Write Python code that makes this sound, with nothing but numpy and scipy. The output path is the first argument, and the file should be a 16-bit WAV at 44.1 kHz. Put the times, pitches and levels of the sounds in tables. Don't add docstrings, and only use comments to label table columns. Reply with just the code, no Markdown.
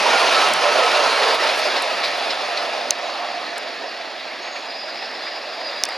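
import sys
import numpy as np
from scipy import signal
from scipy.fft import rfft, irfft, next_fast_len
from scipy.io import wavfile
from scipy.ndimage import uniform_filter1d

SR = 44100
rng = np.random.default_rng(int(sys.argv[2]) if len(sys.argv) > 2 else 0)


def unload_wav(signal):
    wavfile.write(
        sys.argv[1],
        SR,
        np.round(np.clip(np.atleast_2d(signal).T, -1, 1) * 32767).astype(np.int16),
    )


N = 263277
TIME_S = np.arange(N) / SR

# (frequency [Hz], relative density [dB per Hz])
RUMBLE_NEAR = [(25, -50), (70, -48), (110, -39), (150, -21.5), (200, -10), (260, -2.5), (330, -6),
               (400, -0.5), (520, -48), (880, -120)]
RUMBLE_FAR = [(25, -57), (70, -54), (110, -42), (150, -25.5), (195, -10), (280, 1), (350, 2.5), (400, -6),
              (520, -37), (880, -120)]
RAIL_NEAR = [(190, -55), (330, -17), (451, -4.5), (593, -1), (1080, -1), (1400, -18), (2380, -120)]
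RAIL_FAR = [(190, -48), (330, -20), (503, -9), (578, -2), (638, -1), (705, 0), (877, -9.5), (1080, -19),
            (1400, -32), (2380, -120)]
WHEEL_NEAR = [(560, -49.5), (950, -3), (1180, -2.5), (1320, 4), (1580, -2), (1770, 0), (2100, -2),
              (2470, 0.5), (3000, -6.5), (3900, -27), (6600, -120)]
WHEEL_FAR = [(560, -56), (950, -5), (1050, -3.5), (1190, 0), (1280, -3), (1420, -6.5), (1640, 1.5),
             (1840, 3), (2280, -1.5), (2700, -5.5), (3000, -9), (3900, -24), (6600, -120)]
HISS_NEAR = [(1590, -44), (2700, 0.5), (3180, 0), (4890, -3), (5690, -7.5), (6730, -12), (7600, -32.5),
             (9880, -54), (16700, -120)]
HISS_FAR = [(1590, -34), (2700, 2), (3110, -10.5), (3320, 2), (3580, 2.5), (4110, 3.5), (4930, 3),
            (5560, -8), (6230, -20), (7090, -16), (7600, -21), (9880, -42), (16700, -120)]
FIZZ_NEAR = [(4240, -35), (7200, 1.5), (8200, -1), (9400, 1.5), (10400, 0.5), (11300, -6.5), (12200, -13),
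             (13300, -19), (15500, -33)]
FIZZ_FAR = [(4240, -32), (7200, -8), (8340, -7.5), (8900, -6), (10100, -0.5), (11500, -8.5), (13000, -9),
            (15300, -11), (16000, -20)]

# (time [s], distance [0 close - 1 far], share of BALANCE [1], stereo width [1])
PATH = [(0, 0.1, 0.45, 1.04), (1.0, 0.15, 0.53, 0.84), (1.8, 0.42, 0.37, 1.08), (2.6, 0.4, 0.42, 1.2),
        (4.2, 0.56, 0.5, 0.94), (5.97, 0.69, 0.31, 0.65)]
# (frequency [Hz], difference [dB])
BALANCE = [(60, -4), (110, 3), (200, -13), (380, -12.5), (700, -8.5), (1290, -6), (2380, -1.5), (4400, 0),
           (8120, -2), (15000, -5)]
# (frequency [Hz], correlation [0-1])
LIKENESS = [(60, .7), (130, .76), (290, .8), (640, .94), (1300, .9), (1900, .94), (2700, .92), (4000, .965),
            (6400, .91), (8000, .975), (15000, .99)]
# (frequency [Hz], phase [rad])
LEAD = [(20, 0), (110, .2), (260, .4), (780, .3), (3200, .3), (5000, .22), (6600, .05), (9000, 0)]

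# (time [s], level [dB])
LOUDNESS = [(0, -20.5), (.44, -19), (.56, -22), (1.0, -20.5), (1.5, -22.5), (1.92, -26), (2.7, -29),
            (3.4, -33), (4.2, -35.5), (5.4, -34.5), (5.97, -32.5)]
# (time [s], level [dB])
RUMBLE_LEVEL = [(0, -38.5), (.6, -41.5), (1.2, -43.5), (1.7, -45), (2.4, -45.3), (3.4, -46.8), (4.2, -49.7),
                (5.97, -49)]
# (start [s], peak level [dB], length [s])
SURGES = [(.215, -27, 0.055), (.62, -21, 0.068), (.765, -20.5, 0.071), (1.25, -26, 0.11),
          (1.42, -29, 0.058), (1.74, -25, 0.058)]
# (start [s], peak level [dB], length [s])
KNOCKS = [(3.555, -32, .04), (4.33, -45, 0.037), (4.44, -36, 0.1), (4.555, -33, .04), (5.021, -31, 0.018),
          (5.26, -34, 0.06)]
# (pitch before Doppler [Hz], loudest at [s], level [dB],
# rise [dB/s], fade [dB/s], steadiness [0-1])
BOGIE_MODES = [(900, .075, -23.5, 250, 250, .7), (640, .135, -25, 250, 250, .6),
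               (1370, 0.16, -25, 200, 300, .75), (677, 0.246, -21.5, 400, 400, 0.8),
               (1398, .275, -23, 350, 400, .8), (1370, .37, -20, 280, 220, 0.93),
               (1366, 0.443, -23, 250, 280, .87), (755, 0.457, -23, 300, 300, 0.5),
               (626, 0.67, -21, 280, 153, .6), (638, .735, -28, 250, 250, 0.4),
               (693, .785, -24.5, 450, 450, .6), (636, .99, -24.5, 402, 400, 0.8),
               (579, 1.28, -22.5, 190, 220, 0.75), (736, 1.5, -25, 300, 300, 0.7),
               (649, 1.43, -23, 190, 170, .75), (950, 1.445, -27.5, 450, 449, .5),
               (1470, .81, -25.5, 250, 200, 0.7), (1359, 0.854, -24, 250, 250, 0.5),
               (1530, .945, -28, 200, 300, .6), (1440, 1.11, -31, 200, 200, 0.5),
               (1378, 0.73, -29.5, 29, 8, 0.08), (518.5, 0.78, -29.5, 60, 41, 0.2),
               (480, 1.29, -29, 43, 110, .3)]

# (start [s], peak level [dB], length [s])
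SCUFFS = [(.335, -20, 0.046), (.945, -23.5, 0.037), (1.218, -25, 0.05), (1.486, -23.5, 0.036),
          (1.756, -22.5, 0.048), (2.03, -22.5, 0.057), (2.298, -22.5, .035), (2.566, -24.5, 0.035)]
# (frequency [Hz], relative density [dB])
SCUFF_COLOUR = [(900, -40), (2000, 2), (3300, -2.5), (4200, 4), (5200, -2), (6200, -17), (8000, -25.5),
                (10500, -35), (15000, -51)]
# (start [s], peak level [dB], length [s])
GUSTS = [(.465, -38.5, 0.095), (.51, -45, 0.15), (1.31, -48, 0.1), (1.56, -59, 0.055), (2.02, -52, 0.22),
         (2.31, -58, .08)]
# (frequency [Hz], relative density [dB])
GUST_COLOUR = [(25, -30), (60, -27), (110, -8), (170, 2.5), (260, 0.5), (500, -18), (1500, -70)]

# (time [s], level [dB], starting pitch [Hz], T60 [s], rebound level [dB],
# upper modes' level [dB], body level [dB]); rebound is relative to the strike, body to the snap
CLICKS = [(.487, -24, 9500, .004, -6, 8, -10), (0.5362, -11, 8300, 0.0033, 1, 7.5, -12),
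          (1.823, -17.5, 8800, 0.0018, -12, 10, -15), (2.907, 4, 6970, 0.0054, -7, 0.5, -10.5),
          (3.5812, -17.5, 8500, 0.0025, -6, 5, -12), (5.8367, 6, 5900, 0.0032, -9.5, -5, -10),
          (5.8528, -22, 9600, 0.0066, -8, 10, -10), (5.854, -17, 6100, 0.013, -10, -10, -12),
          (5.889, -28, 9000, 0.0044, -8, 8, -10), (5.8892, -25, 4930, .012, -8, -15, 5)]
# (frequency [Hz], relative level [dB], T60 [s])
CLICK_MODES = [(8460, -13, 0.0052), (9750, -10.5, 0.0051), (12800, -20, 0.0043)]
# (centre [s], depth [dB], length [s])
DIPS = [(0.528, 1.5, 0.048), (1.378, 5, 0.041), (1.884, 0.5, 0.067), (2.947, 2, 0.12)]
# (start [s], peak level [dB], length [s])
RATTLES = [(1.342, -37, .014), (1.553, -42, .03), (1.576, -39, .04), (2.035, -48, .07), (2.168, -48, .03)]
# (frequency [Hz], relative density [dB])
GRIT_COLOUR = [(3000, -30), (6000, 1), (8500, 0), (11000, 0), (13000, -8), (15500, -18)]
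# (loudest at [s], level [dB], length [s], frequency [Hz], width [Hz])
DRONES = [(2.95, -37.5, 2.3, 696, 18), (2.7, -39.5, 2.0, 590, 50), (2.7, -37.5, 1.0, 770, 80),
          (3.22, -33.5, .32, 720, 130), (3.19, -34.5, .32, 1080, 260)]
LOW_HZ, SIDE_HZ, MAIN_HZ, UPPER_HZ, TOP_HZ = 4762, 4790, 4897, 5262, 6565
# (start [s], held length [s], level [dB], starting pitch [Hz], glide [Hz/s], steadiness [0-1])
SQUEALS = [(4.405, .085, -50, TOP_HZ, 600, 0.9), (4.505, .06, -48.5, TOP_HZ + 65, 400, .9),
           (4.57, .06, -54, TOP_HZ + 55, 700, .8), (4.66, .065, -36.5, MAIN_HZ, 0, .95),
           (4.738, .1, -36.5, MAIN_HZ, 0, .9), (4.857, 0.047, -38, MAIN_HZ, -150, .95),
           (4.94, .125, -41, MAIN_HZ, 0, .8), (5.12, .07, -42, MAIN_HZ, 0, .9),
           (5.217, 0.07, -36, MAIN_HZ, 0, 0.84), (5.291, .16, -42, MAIN_HZ, -200, 0.7),
           (5.47, 0.18, -39.5, MAIN_HZ, -64, 0.7), (5.636, 0.037, -31.5, MAIN_HZ, -500, 0.95),
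           (5.722, .075, -35, MAIN_HZ, 0, .85), (5.87, .04, -39, MAIN_HZ, -300, .7),
           (4.645, .07, -48, UPPER_HZ, 0, .85), (4.75, .135, -44.5, UPPER_HZ, 0, .85),
           (4.93, .135, -41, UPPER_HZ, -40, .92), (5.075, .13, -44, UPPER_HZ, 0, .85),
           (5.254, 0.12, -44, UPPER_HZ, 0, .85), (5.397, .3, -51, UPPER_HZ, 0, .6),
           (4.885, .18, -44, SIDE_HZ, 0, 0.9), (5.679, 0.11, -40, LOW_HZ, -60, .85),
           (5.868, .075, -38, LOW_HZ, -80, .9)]

CLOSE_DB = -21
RAIL_DB, RAIL_FADE, RAIL_LURCH_DB = -21.5, 0.98, 1.0
WHEEL_DB, WHEEL_FADE = -22, 0.95
HISS_DB, HISS_FADE = -23.5, 0.91
FIZZ_DB, FIZZ_FADE = -42, 1.49
PASS_S, PASS_WIDTH_S, DOPPLER = 0.26, 0.1523, 0.063
BOGIE_WIDTH_HZ = 50
CLICK_LOW_HZ = 1300
SCATTER_DB, SCATTER_T60_S = -33, 0.012
GRIT_PER_S = 1500
SQUEAL_RISE_S, SQUEAL_RING_S = 0.02, 0.2
SQUEAL_WAVER_HZ, SQUEAL_FLUTTER_DB = 6, 1
FLOOR_DB, EDGE_HZ = -69, 15900


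def gain_of(db):
    return 10 ** (np.asarray(db) / 20)


def evened(x):
    return x / np.sqrt(np.mean(abs(x) ** 2) + 1e-20)


def read(points, hz):
    f, value = np.transpose(points)
    return np.interp(np.log(hz + 1), np.log(f + 1), value)


def follow(rows, t_s):
    s, *columns = np.transpose(rows)
    return [np.interp(t_s, s, c) for c in columns]


def add(mix, s, sound):
    part = mix[round(s * SR):][:len(sound)]
    part += sound[:len(part)]


def coloured(x, colour_points):
    colour = gain_of(read(colour_points, np.fft.rfftfreq(N, 1 / SR)))
    return evened(irfft(rfft(x) * colour, N))


def wander(rate_hz, size=N):
    padded = next_fast_len(max(size, SR), True)
    hz = np.fft.rfftfreq(padded, 1 / SR)
    spectrum = rfft(rng.standard_normal(padded)) * np.exp(-(hz / rate_hz) ** 2)
    return evened(irfft(spectrum, padded))[:size]


def panned(x, left_db):
    return x * gain_of([[left_db / 2], [-left_db / 2]])


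def swells(rows):
    s, db, length_s = np.transpose(rows)[:, :, None]
    u = np.maximum(TIME_S - s, 0) * 4 / length_s
    return (gain_of(db) * u * np.exp(1 - u)).sum(0)


def bell(centre_s, length_s):
    return np.exp(-(2 * (TIME_S - centre_s) / length_s) ** 2)


def rush(near, far, patchy_db, size=1024):
    hop = size // 4
    t_s = np.arange(N // hop + 5) * hop / SR
    hz = np.fft.rfftfreq(size, 1 / SR)
    distance, aside, width = (c[:, None] for c in follow(PATH, t_s))
    distance = np.clip(distance, 0, 1)
    colour = gain_of((1 - distance) * read(near, hz) + distance * read(far, hz))
    colour /= np.linalg.norm(colour, axis=1, keepdims=True)

    a, b, c, d, patches = rng.standard_normal((5, len(t_s), len(hz)))
    patches = uniform_filter1d(patches, size=10, axis=0)
    patches = evened(uniform_filter1d(patches, size=8, axis=1))

    same = np.clip(1 - width ** 2 * (1 - read(LIKENESS, hz)), 0, 1)
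    left = a + 1j * b
    right = same * left + np.sqrt(1 - same ** 2) * (c + 1j * d)
    right = right * np.exp(-1j * width * read(LEAD, hz))
    lean = gain_of(aside * read(BALANCE, hz) / 2)
    z = np.array([left * lean, right / lean]) * colour * gain_of(patchy_db * patches)
    ports = signal.istft(z.swapaxes(1, 2), nperseg=size, noverlap=size - hop)[1][:, :N]
    return ports / ports.mean(0).std()


def ringing(hz, width_hz, steady):
    steady = np.clip(steady, 0, 1)
    shaken = (wander(width_hz, len(hz)) + 1j * wander(width_hz, len(hz))) / np.sqrt(2)
    swing = np.sqrt(steady) + np.sqrt(1 - steady) * shaken
    carrier = np.exp(2j * np.pi * np.cumsum(hz) / SR)
    return np.sqrt(2) * (swing * carrier).real


def rolling():
    away_db = follow(LOUDNESS, TIME_S)[0] - CLOSE_DB
    flutter, lumps, lurch = wander(rate_hz=52), wander(rate_hz=20), wander(rate_hz=27)

    rumble_gain = gain_of(follow(RUMBLE_LEVEL, TIME_S)[0] + 0.9 * lumps)
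    rail_gain = gain_of(RAIL_DB + RAIL_FADE * away_db + RAIL_LURCH_DB * lurch)
    wheel_gain = gain_of(WHEEL_DB + WHEEL_FADE * away_db + 0.7 * flutter)
    hiss_gain = gain_of(HISS_DB + HISS_FADE * away_db + 0.5 * flutter)
    fizz_gain = gain_of(FIZZ_DB + FIZZ_FADE * away_db + 0.94 * flutter)
    rail_gain = np.hypot(rail_gain, swells(SURGES))
    wheel_gain = np.hypot(wheel_gain, swells(KNOCKS))

    rumble = rumble_gain * rush(RUMBLE_NEAR, RUMBLE_FAR, patchy_db=0.0, size=2048)
    rails = rail_gain * rush(RAIL_NEAR, RAIL_FAR, patchy_db=1.0, size=2048)
    wheels = wheel_gain * rush(WHEEL_NEAR, WHEEL_FAR, patchy_db=1.05)
    hiss = hiss_gain * rush(HISS_NEAR, HISS_FAR, patchy_db=1.5)
    fizz = fizz_gain * rush(FIZZ_NEAR, FIZZ_FAR, patchy_db=1.0)
    return rumble + rails + wheels + hiss + fizz


def bogie():
    shift = 1 - DOPPLER * np.tanh((TIME_S - PASS_S) / PASS_WIDTH_S)
    out = np.zeros(N)
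    for hz, s, db, rise, fade, steady in BOGIE_MODES:
        level_db = db - np.maximum(rise * (s - TIME_S), fade * (TIME_S - s))
        out += gain_of(level_db) * ringing(hz * shift, width_hz=BOGIE_WIDTH_HZ, steady=steady)
    return panned(out, left_db=-4.5)


def scuffs(knock_db=-2.0):
    level = swells(SCUFFS) + gain_of(knock_db) * swells(KNOCKS)
    return level * rush(SCUFF_COLOUR, SCUFF_COLOUR, patchy_db=1.6)


def slipstream():
    return swells(GUSTS) * coloured(rng.standard_normal((2, N)), GUST_COLOUR)


def clicks(rise_s=0.0001, sag=0.4, sag_s=0.0023, rebound_s=0.00124, rebound_pitch=0.683,
           body_pitch=0.466, port_lag_s=0.000007):
    out = np.zeros((2, N))
    sprays = rng.standard_normal((len(CLICKS), 1200))
    for port, lag_s in zip(out, [0, port_lag_s]):
        t = np.maximum(np.arange(sprays.shape[1]) / SR - lag_s, 0)
        onset = 1 - np.exp(-(t / rise_s) ** 2)
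        sagging = t - sag * (t - sag_s * (1 - np.exp(-t / sag_s)))
        for (s, db, hz, t60_s, rebound_db, bright_db, body_db), spray in zip(CLICKS, sprays):
            phase = 2 * np.pi * hz * sagging
            decay = gain_of(-60 * t / t60_s)
            snap = decay * (np.sin(phase) + gain_of(body_db) * np.sin(body_pitch * phase))
            upper = sum(gain_of(level_db + bright_db - 60 * t / ring_s) * np.sin(2 * np.pi * f * t)
                        for f, level_db, ring_s in CLICK_MODES)
            scatter = gain_of(SCATTER_DB - 60 * t / SCATTER_T60_S) * evened(uniform_filter1d(spray, size=8))
            scatter = scatter * np.sin(2 * np.pi * hz * t)
            rebound = decay * np.sin(rebound_pitch * phase)
            add(port, s, gain_of(db) * onset * (snap + upper + scatter))
            add(port, s + rebound_s, gain_of(db + rebound_db) * onset * rebound)
    highpass = signal.butter(2, CLICK_LOW_HZ, "highpass", fs=SR, output="sos")
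    return signal.sosfilt(highpass, out)


def dips():
    return gain_of(-sum(depth_db * bell(s, length_s) for s, depth_db, length_s in DIPS))


def grit():
    ticks = (rng.random(N) < GRIT_PER_S / SR) * rng.standard_normal(N)
    return swells(RATTLES) * coloured(ticks, GRIT_COLOUR)


def drone():
    out = np.zeros(N)
    for s, db, length_s, hz, width_hz in DRONES:
        out += gain_of(db) * bell(s, length_s) * ringing(np.full(N, hz), width_hz=width_hz, steady=0)
    return panned(out, left_db=-4.5)


def flanges():
    out = np.zeros(N)
    waver_hz = SQUEAL_WAVER_HZ * wander(rate_hz=30)
    flutter_db = SQUEAL_FLUTTER_DB * wander(rate_hz=40)
    for s, length_s, db, hz, glide, steady in SQUEALS:
        on = (TIME_S > s) & (TIME_S < s + length_s + SQUEAL_RING_S)
        t = TIME_S[on] - s
        release = gain_of(-60 * np.maximum(t - length_s, 0) / SQUEAL_RING_S)
        grip = np.minimum(t / SQUEAL_RISE_S, 1) * release
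        tone = ringing(hz + waver_hz[on] + glide * t, width_hz=40, steady=steady)
        out[on] += gain_of(db + flutter_db[on]) * grip * tone
    return panned(out, left_db=-1)


def scene():
    train = dips() * (rolling() + bogie() + scuffs() + drone())
    return train + slipstream() + clicks() + grit() + flanges()


def record(dry):
    clipped = np.clip(dry + gain_of(FLOOR_DB) * rng.standard_normal(N), -1, 1)
    lowpass = signal.firwin(511, EDGE_HZ, window=("kaiser", 9), fs=SR)
    return signal.oaconvolve(clipped, lowpass[None], "same")


dry = scene()
out = record(dry)
unload_wav(out)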